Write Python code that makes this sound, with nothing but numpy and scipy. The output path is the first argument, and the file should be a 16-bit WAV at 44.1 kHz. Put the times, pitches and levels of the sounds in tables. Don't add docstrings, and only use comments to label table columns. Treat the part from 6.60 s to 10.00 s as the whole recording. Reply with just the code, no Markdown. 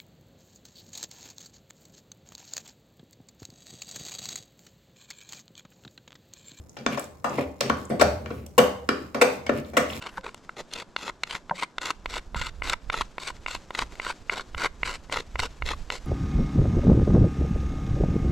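import sys
import numpy as np
from scipy import signal
from scipy.fft import rfft, irfft
from scipy.io import wavfile
from scipy.ndimage import uniform_filter1d

SR = 44100
rng = np.random.default_rng(int(sys.argv[2]) if len(sys.argv) > 2 else 0)


def inscribe(sig):
    pcm = np.round(np.clip(np.atleast_2d(sig).T, -1, 1) * 32767)
    wavfile.write(sys.argv[1], SR, pcm.astype(np.int16))


N = 149940
T = np.arange(N) / SR


# (start [s], contact [s], level in each of five bands [dB], hollow tone [Hz], hollow tone level [dB],
#  after-ring [dB], left over right [dB])
KNOCKS = [ (.167, 0.0075, -45, -41, -41.5, -43.5, -62, 830, -47, 4.5, 4),
          (0.2628, 0.0016, -23.5, -25, -19, -26.5, -47.5, 417, -24, -0.5, 1),
          (.373, 0.017, -41, -26, -30, -37.5, -48, 575, -31, -2.5, 4),
          (.394, 0.0048, -61, -41, -34, -45, -34, 1200, -39, -2.5, 0),
          (0.643, 0.0057, -37, -26.5, -25.5, -40, -45.5, 1194, -25, 7.5, 5),
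          (.782, 0.02, -22.5, -16.5, -27, -43.5, -65, 567, -20, -2.5, -2),
          (1.0068, 0.0052, -32, -24, -25, -22, -33.5, 567, -25.5, 0.5, 0),
          (1.0969, 0.0042, -21.5, -19.5, -15.5, -30, -44.5, 405, -45, -1, 2),
          (1.299, 0.013, -26.5, -28, -38.5, -48.5, -51.5, 575, -32, 11, -4),
          (1.396, 0.0034, -36, -31, -33.5, -34.5, -47, 1130, -27.5, 13, 10),
          (1.4112, 0.0164, -14.5, -9, -12, -20, -28, 608, -9, -1.5, 3.5),
          (1.659, 0.0038, -49, -46, -36, -45, -89, 598, -39, 2.5, 3),
          (1.704, 0.0099, -32, -36.5, -36, -48, -78, 467, -27.5, 2.5, .5),
          (1.863, .005, -61, -46, -82, -50.5, -46, 586, -53, -2, -2),
          (1.979, .015, -15, -10, -12.5, -17.5, -20.5, 501, -6, 0.5, 0.5),
          (2.289, 0.0034, -21, -20, -15.5, -25.5, -39.5, 578, -32, 0.5, 0),
          (2.545, 0.0095, -32, -25.5, -27.5, -37.5, -46.5, 578, -35, 4.5, -2),
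          (2.6128, 0.017, -22, -12, -11.5, -17.5, -24.5, 488, -9.5, 0, 1),
          (2.864, 0.005, -44, -36, -35.5, -37, -53, 2200, -35, 2.5, 1),
          (2.893, 0.0046, -19.5, -18.5, -19.5, -38, -52, 585, -18.5, 0, 2),
          (3.133, 0.0061, -38, -39.5, -45, -55.5, -63, 596, -60, 11, 1.5),
          (3.168, 0.016, -20.5, -15, -12, -22.5, -27.5, 508, -21, 0.5, 0.5)]
KNOCK_BANDS_HZ = [250, 600, 1600, 4800, 11500]
# (frequency [Hz], gain [dB])
BLOW_COLOUR = [(40, -53), (100, -20.5), (180, -5), (260, -1.5), (350, 3.5), (500, 3), (800, -5), (1200, -1),
               (1800, -3.5), (2700, -13.5), (3600, -20.5), (5000, -22.5), (6300, -22.5), (7000, -29.5),
               (8000, -27), (9500, -36.5), (15500, -39)]
KNOCK_DB, TONE_DB = -6.5, -5
TONE_PUSH_DB = -8
THUD_HZ, THUD_DB = 274.1, -7.5
TREBLE_FADE = 0.43
RELEASE_S = 0.0014


def knocks(size=8192):
    direct, push = np.zeros((2, N)), np.zeros(N)
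    t = T[:size]
    blow_db = curve_db(BLOW_COLOUR, size)
    shapes = bands(KNOCK_BANDS_HZ, size)
    for start, contact, *levels, tone_hz, tone_db, ring_db, pan_db in KNOCKS:
        release = np.maximum(t - contact, 0) / RELEASE_S
        burst = chatter(np.exp(-release - t / contact / 2))
        tone = sized(hollow_tone(tone_hz, contact, t), tone_db + TONE_DB)
        thud = sized(hollow_tone(THUD_HZ, contact, t), levels[0] + THUD_DB)
        tones = tone + thud
        blow = amp(blow_db + spot_colour(size))
        knock = 0
        for centre, shape, level in zip(KNOCK_BANDS_HZ, shapes, levels):
            fade = np.exp(-TREBLE_FADE * centre / (centre + 2000) * t / contact)
            knock = knock + sized(causal(burst * fade, blow * shape), level + KNOCK_DB)
        add(direct, start, (knock + tones) * amp([[pan_db / 2], [-pan_db / 2]]))
        add(push, start, (knock + amp(TONE_PUSH_DB) * tones) * amp(ring_db))
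    return direct, push


def hollow_tone(hz, contact, t, release_s=0.0061):
    swell = np.sqrt(np.minimum(t / contact, 1))
    release = np.exp(-np.maximum(t - contact, 0) / release_s)
    return swell * release * np.sin(2 * np.pi * hz * t)


def spot_colour(size, spread_db=4):
    hz = np.fft.rfftfreq(size, 1 / SR)
    knots = np.arange(0, SR / 2, 220)
    return spread_db * np.interp(hz, knots, rng.standard_normal(len(knots)))


# (start [s], end [s], rumble level [dB], grit level [dB], hiss level [dB])
SCRAPES = [(0.178, 0.234, -42, -55, -72), (0.288, 0.373, -38, -42, -59), (0.38, 0.474, -49.5, -56, -53.5),
           (0.68, 0.796, -38.5, -52.5, -57), (0.748, 0.853, -43, -43, -57),
           (0.998, 1.111, -36.5, -44.5, -73), (1.115, 1.277, -45, -74, -59), (1.557, 1.72, -44.5, -71, -83),
           (1.676, 1.885, -49, -60, -73), (2.323, 2.514, -48, -64, -65), (2.646, 2.825, -43.5, -71, -57),
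           (2.918, 3.026, -38, -47.5, -56.5), (3.04, 3.127, -52, -61.5, -62.5),
           (3.269, 3.41, -41.5, -46, -48.5)]
# (frequency [Hz], relative gain [dB])
RUMBLE = [(60, -50), (130, 3), (200, 9.5), (550, 1), (900, -31), (2000, -51), (8000, -60)]
GRIT = [(200, -24), (700, 4.5), (1500, 5.5), (2400, 9.5), (3300, 0), (5000, -8), (15000, -22)]
HISS = [(800, -52), (2300, -30), (3200, 4), (4500, 0.5), (7500, -0.5), (9500, -6.5), (15500, -4.5)]


def scrapes(grains_per_s=820, spread_db=3):
    out, lumps = np.zeros(N), tumble()
    for k, spectrum in enumerate([RUMBLE, GRIT, HISS]):
        pressure = np.zeros(N)
        for start, end, *levels in SCRAPES:
            progress = np.clip((T - start) / (end - start), 0, 1)
            pressure += amp(levels[k]) * np.sin(np.pi * progress)
        friction = unit(colour(grains(grains_per_s, spread_db), spectrum))
        out += pressure * lumps * friction
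    return out


def tumble(unevenness_db=2):
    knots = np.arange(0, N / SR + 1, .009)
    lump = np.interp(T, knots, rng.uniform(-0.28, 1, len(knots)))
    return unit(amp(unevenness_db * lump))


# (time [s], centre frequency [Hz], level [dB])
SPITS_AND_TICKS = [(0.094, 6300, -55), (.187, 4860, -54.5), (.442, 7060, -51), (0.694, 6300, -50.5),
                   (1.186, 9100, -60.5), (1.253, 7300, -51.5), (1.295, 9600, -57.5), (2.975, 9700, -58),
                   (3.047, 3700, -57), (3.301, 2870, -40.5), (3.332, 3280, -41.5)]
# (frequency [Hz], relative gain [dB])
SIZZLE = [(1000, -2), (3000, -6.5), (7000, -1.5), (9500, -13.5), (15500, -10.5)]
SIZZLE_PER_S, SIZZLE_SPREAD_DB, SIZZLE_DB = 220, 1, -71
POP_T60_S = 0.029
POP_OCTAVES = 0.41


def fat_and_ticks(size=2048):
    out = amp(SIZZLE_DB) * unit(colour(grains(SIZZLE_PER_S, SIZZLE_SPREAD_DB), SIZZLE))
    for start, hz, db in SPITS_AND_TICKS:
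        pop = chatter(decay(POP_T60_S)[:size])
        add(out, start, sized(causal(pop, bump(hz, POP_OCTAVES, size) ** 2), db))
    return out


# (frequency [Hz], side against mid before the low cut [dB])
WALL_SIDE = [(200, -10), (1200, 1)]
WALL_LOW_HZ = 920
WALL_DB, WALL_T60_S = -2, 0.029


def pot_walls():
    onset = 1 - decay(0.0025)
    mid = chatter(decay(WALL_T60_S)) * onset
    side = chatter(decay(WALL_T60_S)) * onset
    low_cut = signal.butter(2, WALL_LOW_HZ, "high", fs=SR, output="sos")
    mid = signal.sosfilt(low_cut, mid)
    side = causal(side, amp(curve_db(WALL_SIDE, SR)))
    return amp(WALL_DB) * np.array([mid + side, mid - side]) / np.sqrt(np.sum(mid ** 2))


# (frequency [Hz], relative level before the frequency weighting [dB], T60 [s])
POT = [(192.4, 1, 0.56), (265.1, 1.5, 0.46), (407, -1.5, 0.36), (499.3, -9, 0.45), (587, -4, 0.27),
       (710, 0, 0.18), (789, -7, 0.61), (1122, -8.5, 0.36), (1225, -10.5, 0.17), (1454, -11, 0.3),
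       (1810, -11, 0.18), (2142, -22, 0.72), (2342, -3.5, 0.15)]
# (centre frequency [Hz], relative level [dB], T60 [s])
ROOM = [(123, 12, 0.22), (290, 2.5, .55), (675, 3, 0.5), (1670, -3, 0.44), (4300, 0, 0.42),
        (12200, -2, 0.33)]
# (frequency [Hz], side against mid [dB])
ROOM_SIDE = [(100, -25), (300, -5.5), (900, -1)]
POT_DB = -20


def after_ring():
    out = np.zeros((2, SR))
    for hz, db, t60 in POT:
        phase = rng.uniform(-1.1, 1, (2, 1)) * min(hz / 1000, 1)
        mode = np.sin(2 * np.pi * hz * T[:SR] + phase) * decay(t60)
        out += amp(POT_DB + db) * np.sqrt(hz / 500) * unit(mode)
    mid, side = rng.standard_normal((2, SR))
    air = rfft(unit(mid + colour(side, ROOM_SIDE) * np.array([[1], [-1]])))
    for (hz, db, t60), shape in zip(ROOM, bands([row[0] for row in ROOM], SR)):
        build_and_fade = unit(decay(t60) * (1 - decay(0.01)))
        out += amp(db) * irfft(air * shape, SR) * build_and_fade
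    return out / np.sqrt(SR)


# (frequency [Hz], relative gain [dB])
BOOM = [(30, -43.5), (55, -28), (68, -11.5), (77, 3.5), (88, -10.5), (120, -16), (500, -60)]
# (time [s], level [dB])
BOOM_LEVEL = [(0, -41.5), (.1, -64), (.55, -53), (.75, -57), (.86, -39), (1.0, -58), (1.14, -38.5),
              (1.32, -53), (1.47, -29.5), (1.64, -41.5), (1.8, -39), (1.93, -51), (2.03, -43.5), (2.5, -51),
              (2.8, -55), (2.92, -40), (3.08, -49.5), (3.4, -43)]


def boom():
    x = signal.hilbert(colour(rng.standard_normal(N), BOOM))
    power = uniform_filter1d(abs(x) ** 2, size=4000)
    even = unit(x.real / np.sqrt(power))
    return even * amp(np.interp(T, *np.array(BOOM_LEVEL).T))


# (frequency [Hz], relative gain [dB])
KITCHEN = [(25, -17), (130, -1.5), (500, -10.5), (1500, -27), (4000, -48), (15500, -40)]


def kitchen(level_db=-54):
    common, separate = rng.standard_normal(N), rng.standard_normal((2, N))
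    return amp(level_db) * unit(colour(common + 1.25 * separate, KITCHEN))


def amp(db):
    return 10 ** (np.asarray(db) / 20)


def unit(x):
    return x / np.sqrt(np.mean(x ** 2))


def sized(x, db):
    return x * amp(db) * np.sqrt(SR / 100 / np.sum(x ** 2))


def log_hz(size):
    return np.log2(np.maximum(np.fft.rfftfreq(size, 1 / SR), 1))


def curve_db(points, size):
    hz, db = np.array(points).T
    return np.interp(log_hz(size), np.log2(hz), db)


def colour(x, points):
    size = x.shape[-1]
    return irfft(rfft(x) * amp(curve_db(points, size)), size)


def causal(x, gain):
    cepstrum = irfft(np.log(np.maximum(gain, 1e-4)))
    cepstrum[1:len(cepstrum) // 2] *= 2
    cepstrum[len(cepstrum) // 2 + 1:] = 0
    return irfft(rfft(x) * np.exp(rfft(cepstrum)))


def bands(centres, size):
    octaves = log_hz(size)
    ramps = [np.interp(octaves, np.log2(centres), row) for row in np.eye(len(centres))]
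    return [np.sin(np.pi / 2 * ramp) ** 2 for ramp in ramps]


def bump(hz, octaves, size):
    return 1 / (1 + ((log_hz(size) - np.log2(hz)) / octaves) ** 2)


def chatter(envelope, count=6):
    x = rng.standard_normal(len(envelope)) * envelope
    for _ in range(count):
        flat = irfft(np.exp(1j * np.angle(rfft(x))))
        x = flat * np.sqrt(envelope)
    return x


def grains(per_s, spread_db):
    size = amp(spread_db * np.minimum(rng.exponential(size=N), 5))
    sign = rng.choice([-1, 1], N)
    return size * sign * (rng.random(N) < per_s / SR)


def decay(t60):
    return np.exp(-np.log(1000) * T[:SR] / t60)


def add(out, start, x):
    i = max(int(start * SR), 0)
    out[..., i:i + x.shape[-1]] += x[..., :N - i]


STIRRING_RING_DB = -4


def scene():
    direct, push = knocks()
    stirring = scrapes() + fat_and_ticks()
    near = direct + stirring
    walls = signal.fftconvolve(near, pot_walls(), axes=1)[:, :N]
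    drive = push + amp(STIRRING_RING_DB) * stirring
    ring = signal.fftconvolve(drive[None], after_ring(), axes=1)[:, :N]
    return near + walls + ring + boom() + kitchen()


def record(dry, top_hz=15900):
    rounded = 1.05 * np.tanh(dry / 1.05)
    low_pass = signal.ellip(10, .2, 80, top_hz, fs=SR, output="sos")
    return signal.sosfilt(low_pass, rounded)


dry = scene()
out = record(dry)
inscribe(out)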